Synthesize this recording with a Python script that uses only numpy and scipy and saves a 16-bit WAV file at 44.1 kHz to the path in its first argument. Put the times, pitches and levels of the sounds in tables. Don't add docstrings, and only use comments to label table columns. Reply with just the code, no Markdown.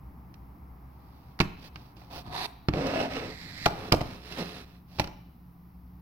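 import sys
import numpy as np
from scipy import signal
from scipy.fft import rfft, irfft
from scipy.io import wavfile
from scipy.ndimage import uniform_filter1d

SR = 44100
rng = np.random.default_rng(int(sys.argv[2]) if len(sys.argv) > 2 else 0)


def int16_out(signal):
    q = np.round(np.clip(np.atleast_2d(signal).T, -1, 1) * 32767)
    wavfile.write(sys.argv[1], SR, q.astype(np.int16))


N = 265437
TIME, HZ = np.arange(N) / SR, np.fft.rfftfreq(N, 1 / SR)

# (time [s], desk thump [dB], shell ring [dB], crack [dB],
# frequency of the shell's strongest response [Hz], crack tilt [dB/octave])
IMPACTS = [ (0.341, -86, -85, -56, 1800, 4), (1.3907, -48.5, -40, -44, 1320, 5),
           (1.4021, -18.5, -26, -21.5, 1057, -1), (1.407, -23.5, -64, -22, 1050, -7),
           (1.4133, -22.5, -33, -33, 1500, 4), (1.758, -44, -55.5, -42.5, 1200, -3.5),
           (1.9675, -48, -75, -59, 1434, 2), (2.017, -60, -51.5, -62, 750, -8),
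           (2.11, -60, -52, -51.5, 795, -5), (2.317, -58, -55, -59, 900, -2),
           (2.6854, -18, -32, -30, 1140, -2.5), (2.7365, -28.5, -33.5, -33.5, 590, -7),
           (2.8685, -36, -47.5, -38, 1600, 7.5), (3.6579, -62.5, -33, -24.5, 920, 0),
           (3.661, -22, -15, -23, 800, 4), (3.9191, -33.5, -46.5, -29.5, 1300, -14),
           (3.9223, -17, -20.5, -17, 1120, 5), (3.9299, -25, -25.5, -36.5, 870, -8.5),
           (3.940, -20.5, -20.5, -50.5, 610, 6), (3.9463, -35, -33.5, -38, 606, 6),
           (4.0085, -57, -35, -37.5, 720, -4), (4.013, -29, -31.5, -37, 710, 2.5),
           (4.3235, -57.5, -59, -39.5, 1490, 3), (4.386, -40, -41.5, -42.5, 600, 9),
           (4.986, -38, -51, -41, 1100, -2), (4.9887, -42, -41.5, -44, 900, 4),
           (4.9968, -23.5, -24, -23.5, 840, -2), (4.9985, -62, -29, -36, 804, 21),
           (5.016, -37, -82, -39.5, 553, -4), (5.042, -53, -45, -39.5, 1150, 0),
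           (5.074, -40.5, -43, -45.5, 1000, 1)]
# (frequency [Hz], relative level [dB], T60 [s])
DESK_MODES = [(49.74, 4, 0.025), (67, -16, .14), (124, -9.5, 0.076), (145.5, 7, 0.023),
              (169.4, -15.5, 0.14), (230, -16, 0.013), (292.5, -11.5, 0.14), (313, -3.5, 0.029)]
SHELL_MODES = [(465, -15.5, 0.027), (545, -13.5, 0.019), (658, 7.5, 0.017), (765, 8.5, 0.018),
               (864, -9, 0.079), (1066, -8.5, 0.023), (1250, 4.5, 0.0074), (1368, -4.5, .035),
               (1520, -14, 0.0055), (1907, -0.5, .022), (2360, 4.5, 0.017), (2710, -22.5, .05),
               (2725, -8.5, 0.054), (2965, -14, .05)]
# (frequency [Hz], relative spectral density [dB])
CRACK_SPECTRUM = [(200, -31.5), (700, -3), (1700, 1.5), (2600, 7), (3500, -1), (4300, 2.5), (5700, -4),
                  (6500, -18), (7700, -18), (9000, -25.5), (11300, -18), (16000, -25.5)]
# (frequency [Hz], coherence [0-1])
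NEAR_COHERENCE = [(200, 0.96), (600, .9), (1100, 0.26), (2000, .7), (5000, 0.47), (14000, 0.38)]
def knocks(give_s=.00035, clack_s=.0045, crack_s=.0028, buzz_s=.019, buzz_db=-21):
    t, out = np.arange(SR // 3) / SR, np.zeros((2, N))
    thump = modal_ring(DESK_MODES, t, np.zeros((2, len(DESK_MODES)))) * (1 - np.exp(-t / give_s))
    buzz = gain_of(buzz_db) * np.exp(-t / buzz_s)
    shell_hz, octaves = np.transpose(SHELL_MODES)[0], np.arange(-4, 5)
    crack_hz, density_db = np.transpose(CRACK_SPECTRUM)
    for start, thump_db, shell_db, crack_db, focus_hz, tilt in IMPACTS:
        weight_db = -9 * abs(np.log2(shell_hz / focus_hz)) + 3 * rng.standard_normal((2, len(shell_hz)))
        ring = modal_ring(SHELL_MODES, t, weight_db)
        burst = irfft(stereo_spectra(*rng.standard_normal((2, len(t))), NEAR_COHERENCE), len(t))
        hump = np.c_[focus_hz * 2. ** octaves, -11 * abs(octaves) ** 1.4]
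        clack = np.array([min_phase(side * (np.exp(-t / clack_s) + buzz), hump) for side in burst])
        shell = unit_blow(unit_blow(ring) + unit_blow(clack))
        tilted = np.c_[crack_hz, density_db + tilt * np.log2(np.clip(crack_hz, 1500, 6000))]
        crack = np.array([min_phase(side * (np.exp(-t / crack_s) + buzz), tilted) for side in burst])
        body = gain_of(thump_db) * unit_blow(thump) + gain_of(shell_db) * shell
        add(out, start, body + gain_of(crack_db) * unit_blow(crack))
    return out


def modal_ring(modes, t, weight_db):
    hz, db, t60 = np.transpose(modes)
    waves = np.sin(2 * np.pi * hz[:, None] * t) * gain_of(-60 * t / t60[:, None])
    return (gain_of(db + weight_db) * (-1) ** np.arange(len(hz))) @ waves


# (frequency [Hz], relative spectral density [dB])
LID_SPECTRUM = [(200, 1.5), (800, 9), (1500, -3.5), (2700, -4.5), (3400, -4.5), (4400, 0.5), (5600, -5.5),
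                (6800, -22), (11500, -19), (16000, -14.5)]
BASE_SPECTRUM = [(200, -20), (390, -3), (540, -9), (740, 2), (950, 3), (1400, -9), (1800, -4), (3100, -10),
                 (3750, -1), (4450, 0), (5100, -10), (5800, -13), (6800, -26), (11500, -21), (16000, -31)]
EDGE_SPECTRUM = [(100, -26.5), (200, -6.5), (280, -2), (370, -7.5), (480, -4), (640, -7.5), (900, -9.5),
                 (1580, -20.5), (2700, -23.5), (3320, -29.5), (4100, -26.5), (5600, -32), (6600, -45),
                 (8200, -44), (9500, -51.5), (16000, -52)]
CORNER_SPECTRUM = [(200, -4.5), (700, -7), (1400, -5.5), (2080, 6.5), (2700, -10), (3400, -5.5),
                   (4250, 2.5), (5600, -7), (6600, -19), (7600, -14), (9000, -26.5), (11500, -21.5),
                   (16000, -26.5)]
RIM_SPECTRUM = [(100, -18), (175, -4), (270, -9), (420, 1), (560, -7.5), (760, -9), (1000, -8),
                (2000, -14.5), (3300, -16), (4200, -14.5), (5400, -18.5), (6770, -33.5), (11300, -33),
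                (16000, -38)]
SHUDDER_SPECTRUM = [(25, -1.5), (75, 3.5), (150, 8), (200, -0.5), (300, -0.5), (500, -36), (1500, -92)]
RASP_SPECTRUM = [(1500, -45.5), (2350, -15.5), (2600, -2), (2850, -1.5), (3150, -15.5), (4200, -43)]
def scrapes(rasp_db=-36, rasp_power=3):
    lid, base, edge, corner, rim = map(stroke_gains, ["hand", "base", "edge", "corner", "rim"])
    lid_rub = friction(lid, LID_SPECTRUM, grain_db=1.3, slips_per_s=5000)
    slide = friction(base, BASE_SPECTRUM, grain_db=0, slips_per_s=4900, ripple_db=2)
    drag = air_wedge(friction(edge, EDGE_SPECTRUM, grain_db=.7, slips_per_s=7200, ripple_db=3))
    pivot = friction(corner, CORNER_SPECTRUM, grain_db=-.9, slips_per_s=9600)
    settle = friction(rim, RIM_SPECTRUM, grain_db=.36, slips_per_s=6000)
    _, _, shudder_gain = lid + base + edge + corner + rim
    shudder = shudder_gain * noise(SHUDDER_SPECTRUM, NEAR_COHERENCE)
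    bite = edge[1] / edge[1].max()
    rasp = gain_of(rasp_db) * bite ** rasp_power * noise(RASP_SPECTRUM, NEAR_COHERENCE)
    return lid_rub + slide + drag + rasp + pivot + settle + shudder


# (start [s], rise [s], hold [s], fall [s], groan [dB], hiss [dB],
# hiss swell over the stroke [dB], desk shudder [dB], spectrum [name])
RUB_STROKES = [ (0.705, .56, .02, .12, -71, -72, 7, -79, "hand"),
               (1.547, .105, .01, .035, -56.5, -54, 10.5, -57, "hand"),
               (1.718, .06, 0.077, .1, -62, -63.5, -2, -57.5, "hand"),
               (1.955, .02, 0.06, .11, -64.5, -62.5, -3, -70, "hand"),
               (2.09, 0.061, 0.019, 0.063, -44, -45.5, 5, -52.5, "hand"),
               (2.236, .045, 0.018, .04, -47, -54, -4, -44.5, "base"),
               (2.295, .065, 0.089, .02, -37.5, -37.5, 11.5, -50.5, "base"),
               (2.72, .05, 0.2, .09, -34, -39.5, 7, -45, "edge"),
               (2.905, .09, 0.028, .085, -34, -39, 0, -44.5, "edge"),
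               (3.076, 0.062, 0.023, .07, -38.5, -38.5, -0.5, -42.5, "edge"),
               (3.173, 0.033, 0.022, .14, -42, -45, -3, -48, "edge"),
               (3.204, .1, 0.31, .08, -55.5, -46, 4.5, -51.5, "corner"),
               (3.543, .125, .01, .015, -58.5, -41.5, 6.5, -47.5, "corner"),
               (3.66, .06, 0.15, .06, -43.5, -49.5, 4.5, -47.5, "rim"),
               (3.942, .05, 0.082, .18, -48, -50.5, 5.5, -46.5, "rim"),
               (4.185, 0.16, 0.23, 0.087, -49, -46, -2, -52.5, "rim"),
               (4.361, .02, 0.028, .05, -40.5, -42.5, -1.5, -52, "rim"),
               (4.566, 0.067, .08, 0.12, -64.5, -64, -3, -60, "rim"),
               (4.865, .115, .005, .02, -59, -56, 2, -69, "hand")]
def stroke_gains(spectrum_name, speed_power=1.3, uneven_db=.77):
    power = np.zeros((3, N))
    for start, rise, hold, fall, groan_db, hiss_db, swell_db, shudder_db, name in RUB_STROKES:
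        if name == spectrum_name:
            corners = np.cumsum([0, rise, hold, fall])
            t = np.arange(0, corners[-1], 1 / SR)
            speed = np.sin(np.pi / 2 * np.interp(t, corners, [0, 1, 1, 0]))
            drive = speed ** speed_power
            swell = gain_of(swell_db * (t / corners[-1] - .5))
            gains = gain_of([[groan_db], [hiss_db], [shudder_db]]) * [drive, drive * swell, drive]
            add(power, start, gains ** 2)
    pressure = smoothed(uniform_filter1d(rng.standard_normal(N), size=900), 500)
    return np.sqrt(power) * gain_of(uneven_db * pressure)


# (frequency [Hz], bandwidth [Hz], lift [dB])
RUB_RESONANCES = [(272.6, 15, 10), (463, 60, -1), (720, 45, 7), (1240, 50, 2), (1870, 90, 0.5),
                  (2570, 78, 5), (2707, 37, 4.5), (4400, 220, -3)]
def friction(gains, spectrum, grain_db, slips_per_s, ripple_db=2.5, split_hz=1400):
    groan, hiss, _ = gains
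    sizes = gain_of(grain_db * np.minimum(rng.exponential(1, N), 5))
    slipping = rng.random(N) < slips_per_s / SR
    lift_db = sum(db / (1 + (2 * (HZ - hz) / width) ** 2) for hz, width, db in RUB_RESONANCES)
    fine_db = ripple_db * smoothed(rng.standard_normal(len(HZ)), 300) * HZ / (HZ + split_hz)
    slips = stereo_spectra(*(sizes * slipping * rng.standard_normal((2, N))), NEAR_COHERENCE)
    response = slips * gain_of(curve_at(spectrum, HZ) + lift_db + fine_db)
    low = 1 / (1 + (HZ / split_hz) ** 8)
    return groan * unit_rms(irfft(response * low, N)) + hiss * unit_rms(irfft(response * (1 - low), N))


def air_wedge(x, low_hz=400, top_hz=690, top_s=3.0, glide_s=.15, bandwidth_hz=70, hollow_db=4):
    arch = np.exp(-((TIME - top_s) / glide_s) ** 2)
    carrier = np.exp(2j * np.pi * np.cumsum(low_hz + (top_hz - low_hz) * arch) / SR)
    pole = np.exp(-np.pi * bandwidth_hz / SR)
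    hollow = 2 * (carrier * signal.lfilter([1 - pole], [1, -pole], x / carrier)).real
    return x + gain_of(hollow_db) * hollow


# (start [s], duration [s], level [dB], first slip rate [Hz], last slip rate [Hz])
SLIP_RUNS = [(2.742, .08, -34, 170, 135), (4.374, .07, -37.5, 300, 120)]
# (frequency [Hz], relative spectral density [dB])
SLIP_SPECTRUM = [(60, -18), (160, 2.5), (300, -4.5), (480, -3.5), (800, -14), (1500, -27.5), (5000, -33.5),
                 (9000, -55)]
def judders(jitter=.05, uneven_db=2):
    out = np.zeros((2, N))
    for start, length, db, first_hz, last_hz in SLIP_RUNS:
        progress = np.arange(round(length * SR)) / (length * SR)
        wobble, strength = (smoothed(row, 200) for row in rng.standard_normal((2, SR))[:, :len(progress)])
        rate_hz = first_hz * (last_hz / first_hz) ** progress * (1 + jitter * wobble)
        pulses = np.diff(np.floor(np.cumsum(rate_hz) / SR), prepend=0)
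        slips = pulses * np.sin(np.pi * progress) * gain_of(uneven_db * strength)
        add(out, start, gain_of(db) * unit_rms(min_phase(slips, SLIP_SPECTRUM))[None])
    return out


# (frequency [Hz], left minus right level [dB])
CHANNEL_BALANCE = [(100, -1.5), (300, -1), (700, 0.5), (1200, -1.5), (2300, -7.5), (4000, -11.5),
                   (6000, -11), (11000, -7), (15000, 6.5)]
def direct_sound(x, lag_samples=4):
    hz, balance_db = np.transpose(CHANNEL_BALANCE)
    right_db = -10 * np.log10((1 + gain_of(balance_db) ** 2) / 2)
    delayed = np.r_[np.zeros(lag_samples), x[0, :-lag_samples]]
    left = min_phase(delayed, np.c_[hz, right_db + balance_db])
    return np.array([left, min_phase(x[1], np.c_[hz, right_db])])


# (frequency [Hz], T60 [s])
REVERB_T60 = [(80, 0.5), (250, .5), (1000, .5), (4000, 0.81), (8000, 0.32), (15000, 0.44)]
# (frequency [Hz], level [dB])
REVERB_LEVEL = [(50, -4), (160, -7.5), (400, -10), (1000, -10.5), (2500, -16.5), (5000, -20.5), (8000, -13),
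                (15000, -11)]
# (frequency [Hz], coherence [0-1])
ROOM_COHERENCE = [(60, 0.88), (180, 1), (550, 0.28), (1650, 0.047), (4970, 0.65), (15000, 0.35)]
def reverberation(x, reflections_per_s=4000, first_s=.0083, early_db=3, early_s=.015):
    t = np.arange(SR) / SR
    echoes = rng.standard_normal((2, SR)) * (rng.random((2, SR)) < reflections_per_s / SR)
    echoes = unit_rms(irfft(stereo_spectra(*echoes, ROOM_COHERENCE), SR))
    hz, frame_s, bands = signal.stft(echoes, SR, nperseg=256)
    t60 = curve_at(REVERB_T60, hz)[:, None]
    bands *= gain_of(curve_at(REVERB_LEVEL, hz)[:, None] - 60 * frame_s / t60)
    bands *= np.sqrt(2 * np.log(1000) / (t60 * SR))
    tail = signal.istft(bands, SR, nperseg=256)[1][:, :SR]
    tail *= (t > first_s) * gain_of(early_db * np.exp(-t / early_s))
    return signal.fftconvolve(x, tail, axes=1)[:, :N]


def hum(hz=176.8, waver_hz=2.51, db=-56, start_s=3, rise_s=.3):
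    drift = smoothed(rng.standard_normal(N), 6000)
    phase = 2 * np.pi * np.cumsum(hz + waver_hz * drift) / SR
    fade_in = np.clip((TIME - start_s) / rise_s, 0, 1)
    return gain_of(db) * fade_in * np.sqrt(2) * np.sin(phase)


# (frequency [Hz], relative spectral density [dB])
RUMBLE_SPECTRUM = [(20, -11), (42, -14.5), (62, 9), (88, -10.5), (122, -1), (150, -6), (178, -4),
                   (220, -11.5), (275, -10), (340, -20), (500, -30.5), (1500, -85)]
FAN_SPECTRUM = [(150, -17), (300, -4), (450, -10.5), (560, -12), (810, -2.5), (1000, -4.5), (1200, -7),
                (1550, -18), (2200, -20), (4000, -45)]
HISS_SPECTRUM = [(200, -30), (1000, -5), (2200, -2), (3500, -9), (5250, -6), (6500, -17), (8100, -26),
                 (10000, -11), (12100, -1), (16000, -1)]
def room_noise(rumble_db=-51.5, settle_s=.7, fan_db=-59.5, swing_mid_s=2.9, swing_s=.65, hiss_db=-69):
    rumble = gain_of(rumble_db + 5.5 * np.exp(-TIME / settle_s)) * noise(RUMBLE_SPECTRUM, NEAR_COHERENCE)
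    swung = .5 + .5 * np.tanh(2 * (TIME - swing_mid_s) / swing_s)
    fan = gain_of(fan_db - 6 * swung) * noise(FAN_SPECTRUM, ROOM_COHERENCE)
    return rumble + fan + gain_of(hiss_db) * noise(HISS_SPECTRUM, ROOM_COHERENCE)


def noise(spectrum, coherence):
    white = stereo_spectra(*rng.standard_normal((2, N)), coherence)
    return unit_rms(irfft(white * gain_of(curve_at(spectrum, HZ)), N))


def stereo_spectra(a, b, coherence):
    shared = np.clip(curve_at(coherence, np.fft.rfftfreq(len(a), 1 / SR)), 0, 1)
    return np.array([shared * rfft(a) + np.sqrt(1 - shared ** 2) * rfft(b), rfft(a)])


def min_phase(x, spectrum, size=4096):
    log_gain = np.log(gain_of(curve_at(spectrum, abs(np.fft.fftfreq(size, 1 / SR)))))
    taps = np.fft.ifft(np.exp(np.conj(signal.hilbert(log_gain)))).real[:size // 2]
    return signal.oaconvolve(x, taps)[:len(x)]


def curve_at(points, hz):
    point_hz, value = np.transpose(points)
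    return np.interp(np.log(hz + 1), np.log(point_hz + 1), value)


def gain_of(db):
    return 10 ** (np.asarray(db) / 20)


def unit_rms(x):
    return x / np.sqrt(np.mean(x ** 2) + 1e-20)


def unit_blow(x):
    return x / np.sqrt(np.sum(x ** 2) / len(x) / (SR * .01))


def smoothed(x, size):
    return unit_rms(uniform_filter1d(x, size=size))


def add(mix, start_s, sound):
    part = mix[:, round(start_s * SR):][:, :sound.shape[1]]
    part += sound[:, :part.shape[1]]


def scene():
    laptop = knocks() + scrapes() + judders()
    return direct_sound(laptop) + reverberation(laptop) + hum() + room_noise()


def record(dry, cutoff_hz=16100):
    lowpass = signal.firwin(255, cutoff_hz, window=("kaiser", 8), fs=SR)
    return signal.oaconvolve(np.clip(dry, -1, 1), lowpass[None], "same")


dry = scene()
out = record(dry)
int16_out(out)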